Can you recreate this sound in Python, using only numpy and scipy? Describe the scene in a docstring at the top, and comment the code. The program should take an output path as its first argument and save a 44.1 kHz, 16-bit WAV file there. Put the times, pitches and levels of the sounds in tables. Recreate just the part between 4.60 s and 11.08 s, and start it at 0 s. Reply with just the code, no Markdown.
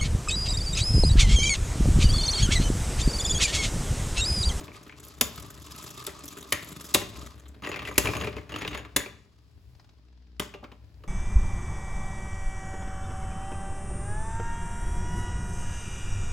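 """Two spinning tops in an arena

Two toy tops with metal rims spin in a thin plastic arena, close to a phone in a small room.
Noise grains shaped by the shell make the rumble and scraping; sine waves make the spinning hum.
Clacks, knocks and scrapes are short noise bursts, most with ringing plastic or metal.
From three seconds on, bouts of chatter rasp between the blows; the scraping has faded by the end."""
import sys
import numpy as np
from scipy import signal
from scipy.fft import rfft, irfft, next_fast_len
from scipy.io import wavfile

SR = 44100
rng = np.random.default_rng(int(sys.argv[2]) if len(sys.argv) > 2 else 0)


def wav_out(sig):
    """Save sig, one row per channel (or a flat mono array), as 16-bit PCM at SR to the path in sys.argv[1]."""
    wavfile.write(sys.argv[1], SR, np.round(np.clip(np.atleast_2d(sig).T, -1, 1) * 32767).astype(np.int16))


N = 285665
TIME = np.arange(N) / SR  # seconds


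def undb(db):
    """Decibels to gain."""
    return 10 ** (np.asarray(db) / 20)


def unit(x):
    """Scale to rms 1."""
    return x / np.sqrt(np.mean(x ** 2))


def curves(table):
    """Each column of a timed table, joined by straight lines."""
    s, *columns = np.transpose(table)
    return [np.interp(TIME, s, c) for c in columns]


def add(out, s, x):
    """Mix x into out from time s on."""
    i = max(int(s * SR), 0)
    out[i:i + len(x)] += x[:max(N - i, 0)]


def colour(x, points, peak_hz=1000, peak_db=0, octaves=.25, size=8192):
    """Causal filter through (Hz, dB) points with one optional resonance; white noise keeps its power."""
    pitch = np.log2(np.maximum(np.fft.rfftfreq(size, 1 / SR), 1))
    hz, db = np.transpose(points)
    resonance_db = peak_db / (1 + ((pitch - np.log2(peak_hz)) / octaves) ** 2)
    db = np.interp(pitch, np.log2(hz), db) + resonance_db
    # folding the cepstrum gives minimum phase: nothing sounds before its cause
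    cepstrum = irfft(np.log(unit(undb(db))))
    cepstrum[1:size // 2] *= 2
    cepstrum[size // 2 + 1:] = 0
    response = irfft(np.exp(rfft(cepstrum)))
    return signal.fftconvolve(x, response)[:len(x)]


def walk(rate):
    """Random wander with a spread near 1: straight lines between `rate` random points a second."""
    knots = rng.standard_normal(int(N / SR * rate) + 2)
    return np.interp(TIME * rate, np.arange(len(knots)), knots) * np.sqrt(1.5)


def fade(t, t60):
    """A decay of 60 dB in t60 seconds."""
    return np.exp(-np.log(1000) * t / t60)


def ring(modes, t, scatter_db, detune=0.0051):
    """Struck modes; each blow lands elsewhere, weights them anew and detunes them slightly."""
    hz, db, t60 = np.transpose(modes)[:, :, None]
    gain = undb(db + scatter_db * rng.standard_normal(db.shape))
    hz = hz * (1 + detune * rng.standard_normal(hz.shape))
    waves = np.sin(2 * np.pi * (hz * t + rng.random(hz.shape)))
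    return (gain * fade(t, t60) * waves).sum(0) / np.sqrt(np.sum(undb(db) ** 2) / 2)


def burst(t, rise, hold, t60):
    """Teeth grind past each other for a moment, then the plastic rings out: noise that rises and dies."""
    noise = rng.standard_normal(len(t))
    return noise * np.minimum(t / rise, 1) * fade(np.maximum(t - hold, 0), t60)


def grit(rate, spread_db):
    """Tiny collisions with the grain of the floor, `rate` a second, a few much harder than the rest."""
    size = undb(spread_db * np.minimum(rng.exponential(size=N), 5))
    hits = rng.random(N) < rate / SR
    return unit(hits * rng.standard_normal(N) * size)


# Quiet of the room. Each row: pitch in Hz, strength in relative dB.
ROOM_TONE = [(25, 2), (100, -1), (300, -11.5), (800, -23.5), (2000, -24.5), (5000, -22.5), (8000, -44),
             (12000, -59.5), (16000, -64)]


def room_air():
    """Faint steady noise, independent on the left and right."""
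    sides = [colour(rng.standard_normal(N), ROOM_TONE) for _ in range(2)]
    return undb(-64.5) * np.array(sides)


# The fast top's speed. Each row: time in seconds, turns a second in Hz.
SPIN = [(0, 75.65), (1.6, 69.65), (4.8, 64.38), (6.48, 57.74)]


def fast_top_turn():
    """Turning angle of the fast top in radians, summed up from its speed."""
    return 2 * np.pi * np.cumsum(curves(SPIN)[0]) / SR


# Tips on the floor. Each row: time in seconds, rolling in dB, shell rumble in dB, both before trims.
CONTACT = [(0, -45.5, -40.5), (.15, -55.5, -52), (.55, -56, -58.5), (.75, -51, -47), (1.1, -56, -50.5),
           (2.3, -53.5, -58.5), (2.6, -49.5, -45.5), (2.8, -58, -50), (4.25, -54, -51), (4.7, -69, -57.5),
           (5.1, -69.5, -47), (5.55, -73.5, -63), (6.48, -63, -48.5)]
# A bout of chatter starts this much softer, builds up over this time constant, holds and dies away.
BUILD_DB, BUILD_S, SETTLE_T60_S = 4, 0.036, 0.32
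# Rumble after a clack, relative to the thud column of CLACKS, and its decay.
JOLT_DB, JOLT_T60_S = -15.5, 0.77


def bout(t, start, end):
    """Strength of a bout of chatter: it builds up, holds and dies away."""
    build = undb(-BUILD_DB * np.exp(-np.maximum(t - start, 0) / BUILD_S))
    return (t >= start) * build * fade(np.maximum(t - end, 0), SETTLE_T60_S)


def load():
    """How hard the tips drum and shake the shell: steady contact, bouts of chatter and clack jolts."""
    roll, shake = undb(curves(CONTACT))
    # np.hypot adds the layers by power
    for start, end, _, drum_db, rumble_db in CHATTER:
        strength = bout(TIME, start, end)
        roll = np.hypot(roll, undb(drum_db) * strength)
        shake = np.hypot(shake, undb(rumble_db) * strength)
    for s, _, _, thud_db, *_ in CLACKS:
        jolt = (TIME >= s) * fade(np.maximum(TIME - s, 0), JOLT_T60_S)
        shake = np.hypot(shake, undb(thud_db + JOLT_DB) * jolt)
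    return roll, shake


# Drumming of the tips on the shell. Each row: pitch in Hz, strength in relative dB.
ROLL_TONE = [(70, -15), (130, 8.5), (230, -0.5), (290, 6.5), (350, -2.5), (420, 1.5), (510, -12.5),
             (595, -3), (780, -12.5), (1000, -10.5), (1200, -17), (1500, -14), (3000, -19.5), (7000, -38)]
# Deep shaking of the shell. Each row: pitch in Hz, strength in relative dB.
RUMBLE_TONE = [(20, -32), (40, -17.5), (62, 6), (85, -5), (108, -0.5), (160, -14.5), (300, -47.5)]


def rolling(roll, shake, fast_turn):
    """The tips drum on the thin shell, pressing harder once a turn, over a deep rumble."""
    press = (1 + 0.21 * np.cos(fast_turn)) * undb(1.1 * walk(30))
    drumming = colour(grit(1200, 2.5) * press, ROLL_TONE)
    rumble = unit(colour(rng.standard_normal(N), RUMBLE_TONE))
    return roll * undb(1.0) * drumming + shake * undb(-3.0) * rumble


# Hum of the unbalanced top. 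Each row: multiple of the turning rate, strength in relative dB.
HUM = [(1, 0.5), (2, -23), (3, -21), (4, -21), (5, -26), (6, -35), (7, -35.5)]
# The fast top's hum through the floor. Each row: time in seconds, level in dB before a trim.
HUM_LEVEL = [(0, -67), (.9, -57), (1.7, -59.5), (3.3, -52), (4.8, -66), (5.5, -55), (5.85, -45.5),
             (6.02, -59.5), (6.48, -50)]


def hum(fast_turn):
    """The fast top's imbalance shakes the floor at its turning rate and multiples."""
    level = undb(curves(HUM_LEVEL)[0] + 3.0)
    # the strength of each multiple wanders on its own
    return level * sum(undb(db + 3.0 * walk(10)) * np.sin(k * fast_turn) for k, db in HUM)


# The slow top's rim dragging on the floor. Each row: time in seconds, dry friction in dB before trims.
DRAG = [(0, -52.5), (.3, -63), (.45, -55.5), (.8, -52.5), (1.4, -50.5), (1.55, -59), (1.7, -53), (2.3, -50),
        (2.65, -53.5), (3, -74.5), (3.3, -53), (3.5, -43), (3.8, -63), (4.1, -82.5), (4.35, -69),
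        (5.5, -84), (6.48, -93)]
# Body of the friction. Each row: pitch in Hz, strength in relative dB.
FRICTION_TONE = [(600, -15.5), (880, 4.5), (1020, 8), (1250, 12), (1420, -3.5), (1900, -2.5), (2600, 0),
                 (3500, 1.5), (4400, 3), (6000, -1), (9000, -4), (15500, -27.5)]
# Hiss of friction and scrapes. Each row: pitch in Hz, strength in relative dB.
HISS_TONE = [(500, -30), (1500, -16), (3400, 6.5), (4400, -4.5), (6800, 4), (9000, 0), (12000, 0),
             (15500, -12)]
FLOOR_GRAIN_DB = 3  # spread of the sizes of the grains under the body of the friction


def friction():
    """Dense, uneven scraping of the slow top; the harder it presses, the brighter it hisses."""
    pressure = undb(curves(DRAG)[0] - 4.5 + 3.5 * walk(140))
    brightness = np.minimum(pressure / undb(-53.5), 1) ** 0.6
    body, hiss = np.zeros(N), np.zeros(N)
    # the touching spot keeps changing, so the floor's and the rim's resonances flare up in turn
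    for hz in (1060, 1170, 1280):
        grains = grit(5500, FLOOR_GRAIN_DB) * pressure * undb(4 * walk(18))
        body += colour(grains, FRICTION_TONE, hz, peak_db=6.5, octaves=.06)
    for hz in (2640, 3700, 5100, 7110, 11600, 15150):
        grains = grit(4900, 2.7) * pressure * brightness * undb(6.6 * walk(82))
        hiss += colour(grains, HISS_TONE, hz, peak_db=13.5, octaves=0.13)
    return undb(-4) * body + undb(-12) * hiss


# Bright crack of a blow. Each row: pitch in Hz, strength in relative dB.
CRACK_TONE = [(2000, -30), (5000, -3.5), (7000, 1.5), (8200, -1), (10500, 4), (14000, -2), (15500, -9.5)]
# Modes of the plastic shell. Each row: pitch in Hz, strength in relative dB, 60 dB decay in seconds.
SHELL = [(67.5, -26, .25), (115, -4, 0.15), (143, -18, 0.19), (171, -10, 0.39), (218.3, -7.5, 0.38),
         (284.6, 2, 0.16), (374, -7.5, 0.071), (374, -2, 0.14), (446, -7.5, 0.24), (517, -17, 0.13),
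         (593.5, 4.5, 0.11), (735, -6, 0.14), (966, -8.5, 0.059), (1173, -7, 0.22)]


def blow(knock, crack_db, thud_db, thud_hz, rise, hold, t60, swell):
    """One blow: a hollow knock, a bright crack, and the shell's thud, which swells a little later."""
    t = np.arange(len(knock)) / SR
    crack = colour(burst(t, rise, hold, t60), CRACK_TONE)
    flexing = burst(t, 0.00029, 0.0055, 0.064) + undb(-16.0) * burst(t, 0.0068, 0.01, 0.17)
    flex_tone = [(30, -34), (90, -4), (200, -7.0), (420, -6.5),
                 (700, -13.5), (1150, -7.0), (1600, -28.5), (4000, -51.0)]  # (Hz, relative dB)
    flex = colour(flexing, flex_tone, thud_hz, peak_db=9.5, octaves=0.28)
    thud = (undb(-3) * ring(SHELL, t, scatter_db=1.5) + flex) * (1 - np.exp(-t / swell))
    return knock + undb(crack_db) * crack + undb(thud_db) * thud


# Hollow knock of a rim on plastic. Each row: pitch in Hz, strength in relative dB.
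KNOCK_TONE = [(60, -27.5), (300, -20.5), (650, -4.5), (1150, 2.5), (1450, -1), (2000, 1.5), (3100, -2.5),
              (4400, -10), (6000, -16), (9000, -27.5)]
# One top's metal rim. Each row: pitch in Hz, strength in relative dB, free 60 dB decay in seconds.
LOWER_RIM = [(3300, -13.5, .4), (6490, 0.5, 0.29), (10000, -4, .1), (11100, -14, .2), (14400, -4.5, .09)]
# The other top's rim. Each row: pitch in Hz, strength in relative dB, free 60 dB decay in seconds.
HIGHER_RIM = [(3630, -13.5, .2), (6976, -0.5, 0.2), (7720, -12.5, .2), (10900, -11.5, .22),
              (14935, -2.5, .16)]
TOUCHING_T60_S = 0.13  # a rim that lies against the floor is damped by this extra decay
# The wall rings on at the pitch of a knock: level relative to the knock column of KNOCKS, and decay.
WALL_RING_DB, WALL_RING_T60_S = -20.5, .26


def rim_tap(db, crack_db, thud_db, hz):
    """A short, sharp tap of a rim on the floor; the arena's wall and the damped rims ring after it."""
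    t = np.arange(SR // 3) / SR
    tap = burst(t, 0.000095, 0.0003, 0.024) + undb(-12.5) * burst(t, .002, 0.009, 0.072)
    knock = undb(db + 2.5) * colour(tap, KNOCK_TONE, hz, peak_db=11.0, octaves=0.12)
    wall = undb(db + WALL_RING_DB) * ring([(hz, 0, WALL_RING_T60_S)], t, scatter_db=1.5)
    rims = ring(LOWER_RIM[:3] + HIGHER_RIM[:2], t, scatter_db=4.5) * fade(t, TOUCHING_T60_S)
    hit = blow(knock + wall, crack_db - 0.5, thud_db + 3.0, thud_hz=416,
               rise=.0005, hold=0.001, t60=0.044, swell=0.0024)
    return hit + undb(crack_db - 4) * rims


# A rim knocks on the arena. Each row: start in seconds, then knock, bright crack and arena thud
# in dB before trims, pitch of the knock in Hz.
KNOCKS = [(0.011, -50, -54, -45.5, 704), (0.0805, -44.5, -82, -49.5, 2620), (0.117, -49, -72, -56, 2280),
          (0.148, -51.5, -69, -56.5, 2530), (.168, -51, -70, -61.5, 2100), (0.295, -41.5, -69.5, -71, 2200),
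          (0.324, -45.5, -76, -70, 2410), (1.474, -37.5, -64.5, -41.5, 1310),
          (1.492, -41.5, -51, -63, 1950), (2.4167, -35.5, -49.5, -41.5, 2750),
          (3.022, -41, -56.5, -45, 1240), (3.0485, -35.5, -54.5, -40.5, 2800),
          (3.0364, -41, -56.5, -50.5, 2900), (3.063, -34.5, -50.5, -45.5, 2750),
          (3.071, -33.5, -48.5, -40, 1880), (3.0905, -35.5, -45.5, -40.5, 1970),
          (3.1159, -30.5, -54, -42, 2580), (3.142, -33, -61.5, -45, 2500), (3.1599, -30, -49.5, -44, 2290),
          (3.1685, -36.5, -55, -47.5, 2200), (3.1914, -31.5, -57, -47, 2550),
          (3.2201, -38, -58, -42.5, 1210), (3.251, -33.5, -53, -47, 2640),
          (3.2745, -29, -45.5, -46.5, 2000), (3.287, -37, -48, -40.5, 2300),
          (3.3123, -44, -52.5, -40.5, 1240), (3.357, -42, -52, -51.5, 2300), (3.448, -36.5, -39, -37, 1040),
          (3.4564, -26, -39, -34.5, 2740), (3.4715, -25.5, -39.5, -33.5, 2400),
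          (3.487, -30.5, -50, -34, 2470), (3.5347, -30.5, -55, -40, 1120), (3.551, -31.5, -48, -34.5, 2410),
          (3.567, -33, -38.5, -35.5, 2710), (3.603, -37.5, -47, -40, 1190),
          (3.6118, -29.5, -47, -37.5, 2750), (3.621, -37, -48, -39, 2490), (3.6446, -32, -49, -38.5, 2420),
          (3.671, -30, -53, -36, 2380), (3.7285, -40, -74, -52, 1150), (3.766, -37, -56, -38, 2500),
          (3.7822, -39, -62, -49.5, 2070), (3.8933, -41, -55, -49.5, 1220),
          (3.9201, -36.5, -51, -42.5, 2820), (3.9409, -36, -58, -42, 2820),
          (3.96, -33.5, -45.5, -40.5, 1220), (3.986, -42, -46.5, -50, 1310),
          (4.012, -36.5, -53.5, -49.5, 2930), (4.0189, -30, -50, -41.5, 2400),
          (4.049, -33, -58, -41.5, 2700), (4.1108, -41, -55.5, -44, 2860), (4.141, -43, -58.5, -52, 2980),
          (4.1472, -37, -47.5, -42, 2120), (4.1746, -39, -47, -46, 1620), (4.192, -41, -56.5, -47, 2800),
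          (4.2496, -40.5, -67, -53.5, 1140), (4.46, -40, -59, -45.5, 2333), (5.821, -40, -55, -49, 1060),
          (5.9389, -41, -66, -48, 2760), (5.945, -44, -70, -45.5, 1080), (6.039, -47, -77, -51, 2400),
          (6.042, -42, -80, -47, 1326), (6.117, -48.5, -73, -68, 3050), (6.437, -48.5, -67, -51.5, 1235)]


def knocks():
    """Single knocks of a rim on the arena."""
    out = np.zeros(N)
    for s, *knock in KNOCKS:
        add(out, s, rim_tap(*knock))
    return out


# The wobbling top digs its rim in. Each row: start in seconds, hiss in dB, grinding in dB,
# both as gains on the rubbing noise.
SCRAPES = [(.229, -52, -55), (.263, -63, -49), (.397, -48, -52.5), (.429, -50.5, -57), (.466, -50, -51.5),
           (.538, -55, -57), (.58, -53.5, -54.5), (.779, -50, -44.5), (.821, -44.5, -50),
           (.902, -46.5, -50), (.942, -50, -62), (.975, -54, -50), (1.018, -45.5, -56), (1.062, -47.5, -49),
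           (1.107, -49.5, -49.5), (1.146, -54, -47.5), (1.18, -45.5, -51), (1.222, -43, -47.5),
           (1.24, -44.5, -47.5), (1.262, -45.5, -49), (1.304, -40.5, -47), (1.34, -50, -55.5),
           (1.376, -48, -47.5), (1.418, -48, -48.5), (1.591, -48.5, -52), (1.637, -41.5, -48),
           (1.678, -39.5, -50.5), (1.723, -44.5, -48), (1.769, -44, -43.5), (1.783, -46.5, -47.5),
           (1.807, -44.5, -49.5), (1.887, -51, -54.5), (2.025, -45.5, -43.5), (2.071, -54.5, -50.5),
           (2.091, -49.5, -53.5), (2.116, -45.5, -45.5), (2.161, -45, -45.5), (2.206, -40.5, -42.5),
           (2.243, -41.5, -46), (2.287, -47, -50.5), (2.308, -49, -52), (2.557, -57, -50),
           (2.611, -57, -54), (2.631, -53, -58), (2.661, -45.5, -47), (2.779, -60.5, -57),
           (2.794, -56, -56), (2.856, -71, -56), (2.881, -53, -61), (2.943, -75, -56.5)]
# Grinding of a scrape. Each row: pitch in Hz, strength in relative dB.
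GRIND_TONE = [(150, -14), (600, -11), (900, -3), (1200, 6), (1500, -6.5), (2500, -2), (3600, 1.5),
              (5000, -11), (9000, -28)]
SCRAPE_RISE_S, SCRAPE_HOLD_S, SCRAPE_T60_S = 0.0013, 0.0071, .03
SCRAPE_THUMP_DB = 3  # the floor gives under a scrape, relative to its grinding
SCRAPE_TICK_DB, SCRAPE_TICK_S = 3, .005  # each tooth that catches ticks, about this far apart


def scrapes():
    """Each dig of the rim ticks, hisses, grinds and nudges the floor, at a new spot and pitch."""
    out, t = np.zeros(N), np.arange(SR // 8) / SR
    spots = rng.standard_normal((len(SCRAPES), 2))
    for (s, hiss_db, grind_db), spot in zip(SCRAPES, spots):
        teeth = np.cumsum(SCRAPE_TICK_S * rng.uniform(.5, 1.5, 3)) - SCRAPE_TICK_S
        ticks = sum((t >= at) * burst(np.maximum(t - at, 0), .0001, 0.00029, 0.0057) for at in teeth)
        rub = undb(-3.5) * burst(t, SCRAPE_RISE_S, SCRAPE_HOLD_S, SCRAPE_T60_S)
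        rub = rub + undb(SCRAPE_TICK_DB) * ticks
        hiss = colour(rub, HISS_TONE, 5800 * 2 ** (.3 * spot[0]), peak_db=6, octaves=.2)
        grind = colour(rub, GRIND_TONE, 1700 * 2 ** (0.33 * spot[1]), peak_db=6, octaves=.16)
        thump = undb(SCRAPE_THUMP_DB) * colour(rub, ROLL_TONE)
        add(out, s, undb(hiss_db) * hiss + undb(grind_db) * (grind + thump))
    return out


# The edge of a rim nicks the floor with a thin chink. Each row: start in seconds, level in dB.
CHINKS = [(0.449, -43), (.483, -45), (.759, -43.5), (.798, -44), (.904, -46), (1.161, -45), (1.239, -42),
          (1.394, -49), (1.44, -44), (1.655, -40.5), (1.679, -42), (1.784, -46), (1.828, -48.5),
          (1.904, -47.5), (2.045, -44), (2.088, -44), (2.215, -46.5), (2.259, -47)]
# Modes of the edge. Each row: pitch in Hz, strength in relative dB, 60 dB decay in seconds.
CHINK_MODES = [(7300, -13, .03), (11300, -1.5, .04), (12000, 1, .045), (15000, -4.5, 0.033)]


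def chinks():
    """A tiny click, and the rim's edge rings for a moment."""
    out, t = np.zeros(N), np.arange(SR // 10) / SR
    for s, db in CHINKS:
        click = undb(-0.5) * colour(burst(t, .0004, 0.0012, .018), CRACK_TONE)
        edge = ring(CHINK_MODES, t, scatter_db=0.0, detune=.012) * np.minimum(t / .0015, 1)
        add(out, s, undb(db) * (click + edge))
    return out


# Top against top. Each row: start in seconds, then clack, bright crack and arena thud in dB before
# trims, pitch of the clack in Hz, pitch of the thud in Hz, then buzz, lower rim, higher rim and
# rattle in dB.
CLACKS = [(0.61, -20, -14.5, -26, 3340, 247, -49, -59.5, -31.5, -36.5),
          (1.4652, -38.5, -29.5, -45, 3600, 390, -57, -65, -59, -48.5),
          (1.9222, -20.5, -20, -28.5, 1830, 330, -32.5, -41.5, -60.5, -45),
          (2.3395, -33.5, -19, -38, 2920, 354, -53, -60, -59.5, -48.5),
          (2.3445, -18, -14.5, -30, 3950, 380, -44, -44, -57, -31.5),
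          (2.3486, -24, -22.5, -22.5, 2604, 562, -62, -42.5, -52.5, -40.5),
          (3.3788, -17.5, -12, -22.5, 2570, 360, -34.5, -37, -45.5, -33.5),
          (4.0754, -30.5, -47, -38, 2900, 380, -63, -51.5, -66, -53),
          (4.362, -23, -17.5, -25, 1790, 590, -33, -56.5, -36, -42),
          (4.3632, -25, -20.5, -41, 3710, 442, -47.5, -57, -51.5, -50.5),
          (5.796, -27, -29.5, -30.5, 1152, 162, -47, -70, -70, -41),
          (6.028, -68, -78, -42, 2710, 150, -80, -90, -90, -77),
          (6.119, -58, -80, -47.5, 3000, 133, -85, -90, -90, -75)]
# Plastic bodies striking. Each row: pitch in Hz, strength in relative dB.
CLACK_TONE = [(60, -39), (300, -38.5), (700, -23), (1100, -7.5), (1450, -3.5), (2000, -2.5), (3500, 0),
              (4400, -7), (6000, -16.5), (9000, -19)]
# Buzz after a clack. Each row: pitch in Hz, strength in relative dB.
AFTER_RING = [(300, -39.5), (1000, -16.5), (1500, -9), (1830, 2.5), (2120, 0), (2600, -8.5), (3500, -12.5),
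              (4300, -23.5), (8000, -41.5)]
# Rattle after a clack. Each row: pitch in Hz, strength in relative dB.
RATTLE_TONE = [(300, -12.5), (1000, -2), (4500, -1.5), (7500, 1.5), (9000, -5), (12000, -11),
               (15500, -15.5)]
BODY_SHARE = 0.36  # a clack carries little body below this share of its pitch
BUZZ_T60_S, BUZZ_PER_S, BUZZ_ROUGH_DB = 0.29, 2500, 2.5  # loose layers buzz against each other
RATTLE_T60_S, RATTLE_PER_S = .3, 2900  # loose parts rattle after a clack


def clacks():
    """Rims collide; the plastic body and each metal rim ring on briefly, and loose parts rattle."""
    out, t = np.zeros(N), np.arange(SR // 2) / SR
    for s, db, crack_db, thud_db, hz, thud_hz, buzz_db, lower_db, higher_db, rattle_db in CLACKS:
        knock = colour(burst(t, 0.0012, 0.0043, 0.024), CLACK_TONE, hz, peak_db=6, octaves=0.18)
        thin = signal.butter(2, BODY_SHARE * hz, "high", fs=SR, output="sos")
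        knock = signal.sosfilt(thin, undb(db + 1.0) * knock)
        hit = blow(knock, crack_db + 2.0, thud_db - .7, thud_hz,
                   rise=0.0021, hold=0.002, t60=0.032, swell=0.00037)
        buzzing = (grit(BUZZ_PER_S, 1.1) * undb(BUZZ_ROUGH_DB * walk(200)))[:len(t)]
        buzz = undb(buzz_db) * colour(buzzing * fade(t, BUZZ_T60_S), AFTER_RING)
        lower = undb(lower_db) * ring(LOWER_RIM, t, scatter_db=1.0, detune=0.00077)
        higher = undb(higher_db) * ring(HIGHER_RIM, t, scatter_db=1.0, detune=0.00077)
        rattling = grit(RATTLE_PER_S, 2.3)[:len(t)] * fade(t, RATTLE_T60_S)
        rattle = undb(rattle_db) * colour(rattling, RATTLE_TONE)
        add(out, s, hit + buzz + lower + higher + rattle)
    return out


# Bouts in which the tilted top rasps along the floor. Each row: start in seconds, end in seconds,
# then rasp, drumming and shell rumble in dB before trims.
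CHATTER = [(3.033, 3.284, -51, -52, -52), (3.44, 3.487, -48, -32.5, -29), (3.538, 3.657, -46, -39, -35),
           (3.759, 3.774, -68.5, -62, -38), (3.893, 4.174, -47, -45.5, -45)]


def chatter():
    """The tilted rim rasps along the floor, ringing the wall at changing pitches."""
    rasp = sum(undb(rasp_db) * bout(TIME, start, end) for start, end, rasp_db, _, _ in CHATTER)
    rasp = rasp * undb(5.7 * walk(160))
    out = np.zeros(N)
    for hz in (1700, 2700, 3700):
        grains = grit(2200, 1.6) * rasp * undb(2.3 * walk(50))
        out += colour(grains, KNOCK_TONE, hz, peak_db=8, octaves=0.095)
    return undb(-5.5) * out


# Nearly upright, the slow top only brushes the floor once a wobble. Each row: first touch in seconds,
# last touch in seconds, count of touches, middle level in dB.
BRUSHING = [(5.148, 5.29, 4, -60), (5.333, 5.482, 4, -67.5), (5.525, 5.763, 6, -67.5),
            (6.241, 6.34, 3, -64)]
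# Soft touch of the rim. Each row: pitch in Hz, strength in relative dB.
BRUSH_TONE = [(200, -8.5), (700, 6.5), (3000, -3), (5000, 1.5), (7000, -11), (15500, -36)]


def brushes():
    """Soft, regular ticks of the upright top's rim on the floor."""
    out, t = np.zeros(N), np.arange(SR // 10) / SR
    for start, end, count, db in BRUSHING:
        for s in np.linspace(start, end, int(round(count))):
            level = undb(db + 3.5 * rng.standard_normal())
            add(out, s, level * burst(t, 0.003, 0.00342, 0.032))
    return colour(out, BRUSH_TONE)


def arena(x, side_db, t60):
    """Sound leaves the wide shell from many places, so left and right hear it a little differently."""
    t = np.arange(SR // 10) / SR
    paths = rng.standard_normal(len(t)) * fade(t, t60)
    spread = signal.fftconvolve(x, paths / np.linalg.norm(paths))[:N]
    spread = colour(spread, [(50, 7.5), (200, -1.5), (600, 6.5), (1100, 10.0),
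                             (2000, 3.0), (5500, 8.5), (7500, -13.5), (16000, -7.0)])
    return undb(side_db) * spread * np.array([[1], [-1]])


def room(x, wet_db, t60, treble_t60, shared):
    """The room's tail is decaying noise; the close ports hear much of it alike."""
    t = np.arange(SR * 3 // 4) / SR
    noise = rng.standard_normal((2, len(t)))
    low = signal.sosfilt(signal.butter(2, 6000, fs=SR, output="sos"), noise)
    tails = low * fade(t, t60) + (noise - low) * fade(t, treble_t60)
    tails *= np.minimum(t / 0.0068, 1)
    tails /= np.sqrt(np.sum(tails ** 2, axis=1)[:, None])
    common, side = (signal.fftconvolve(x, tail)[:N] for tail in tails)
    side = colour(side, [(100, -5.5), (700, 7.0), (5500, 3.5), (7500, -10.0), (16000, -9.5)])
    return x + undb(wet_db) * (common + (1 - shared) * side * np.array([[1], [-1]]))


def scene():
    """Both tops in the arena, over the quiet of the room."""
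    fast_turn = fast_top_turn()
    tops = rolling(*load(), fast_turn) + friction()
    tops += knocks() + scrapes() + chinks() + clacks() + chatter() + brushes()
    width = arena(tops, side_db=-15, t60=.03)
    heard = room(tops, wet_db=-12.0, t60=0.45, treble_t60=0.28, shared=0.7) + width
    return heard + hum(fast_turn) + room_air()


# The two microphone ports. Each row: pitch in Hz, phase by which the left leads in radians,
# left minus right in dB.
PORTS = [(100, .1, 2.2), (600, 0, .8), (1800, .2, 3), (3300, .6, 1.8), (5200, .4, 3.5), (7300, 0, 0),
         (8000, -1, 0), (9000, -3.1, 0), (10200, -5, 0), (11400, -6.2, 0), (12300, -7.6, 0),
         (13100, -9.4, 0), (14200, -10.8, 0), (15400, -12.5, 0)]
TOP_HZ = 16000  # upper limit of the phone


def record(dry):
    """The phone's two ports differ in level and in phase; deep bass and the top are cut."""
    size = next_fast_len(N + SR)
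    hz, lead, tilt_db = np.transpose(PORTS)
    f = np.fft.rfftfreq(size, 1 / SR)
    # each port takes half of the difference
    half = undb(np.interp(f, hz, tilt_db) / 2) * np.exp(.5j * np.interp(f, hz, lead))
    heard = irfft(rfft(dry, size) * np.array([half, 1 / half]), size)[:, :N]
    heard = signal.sosfilt(signal.butter(2, 42, "high", fs=SR, output="sos"), heard)
    return signal.sosfilt(signal.ellip(8, .2, 85, TOP_HZ, fs=SR, output="sos"), heard)


dry = scene()
out = record(dry)
wav_out(out)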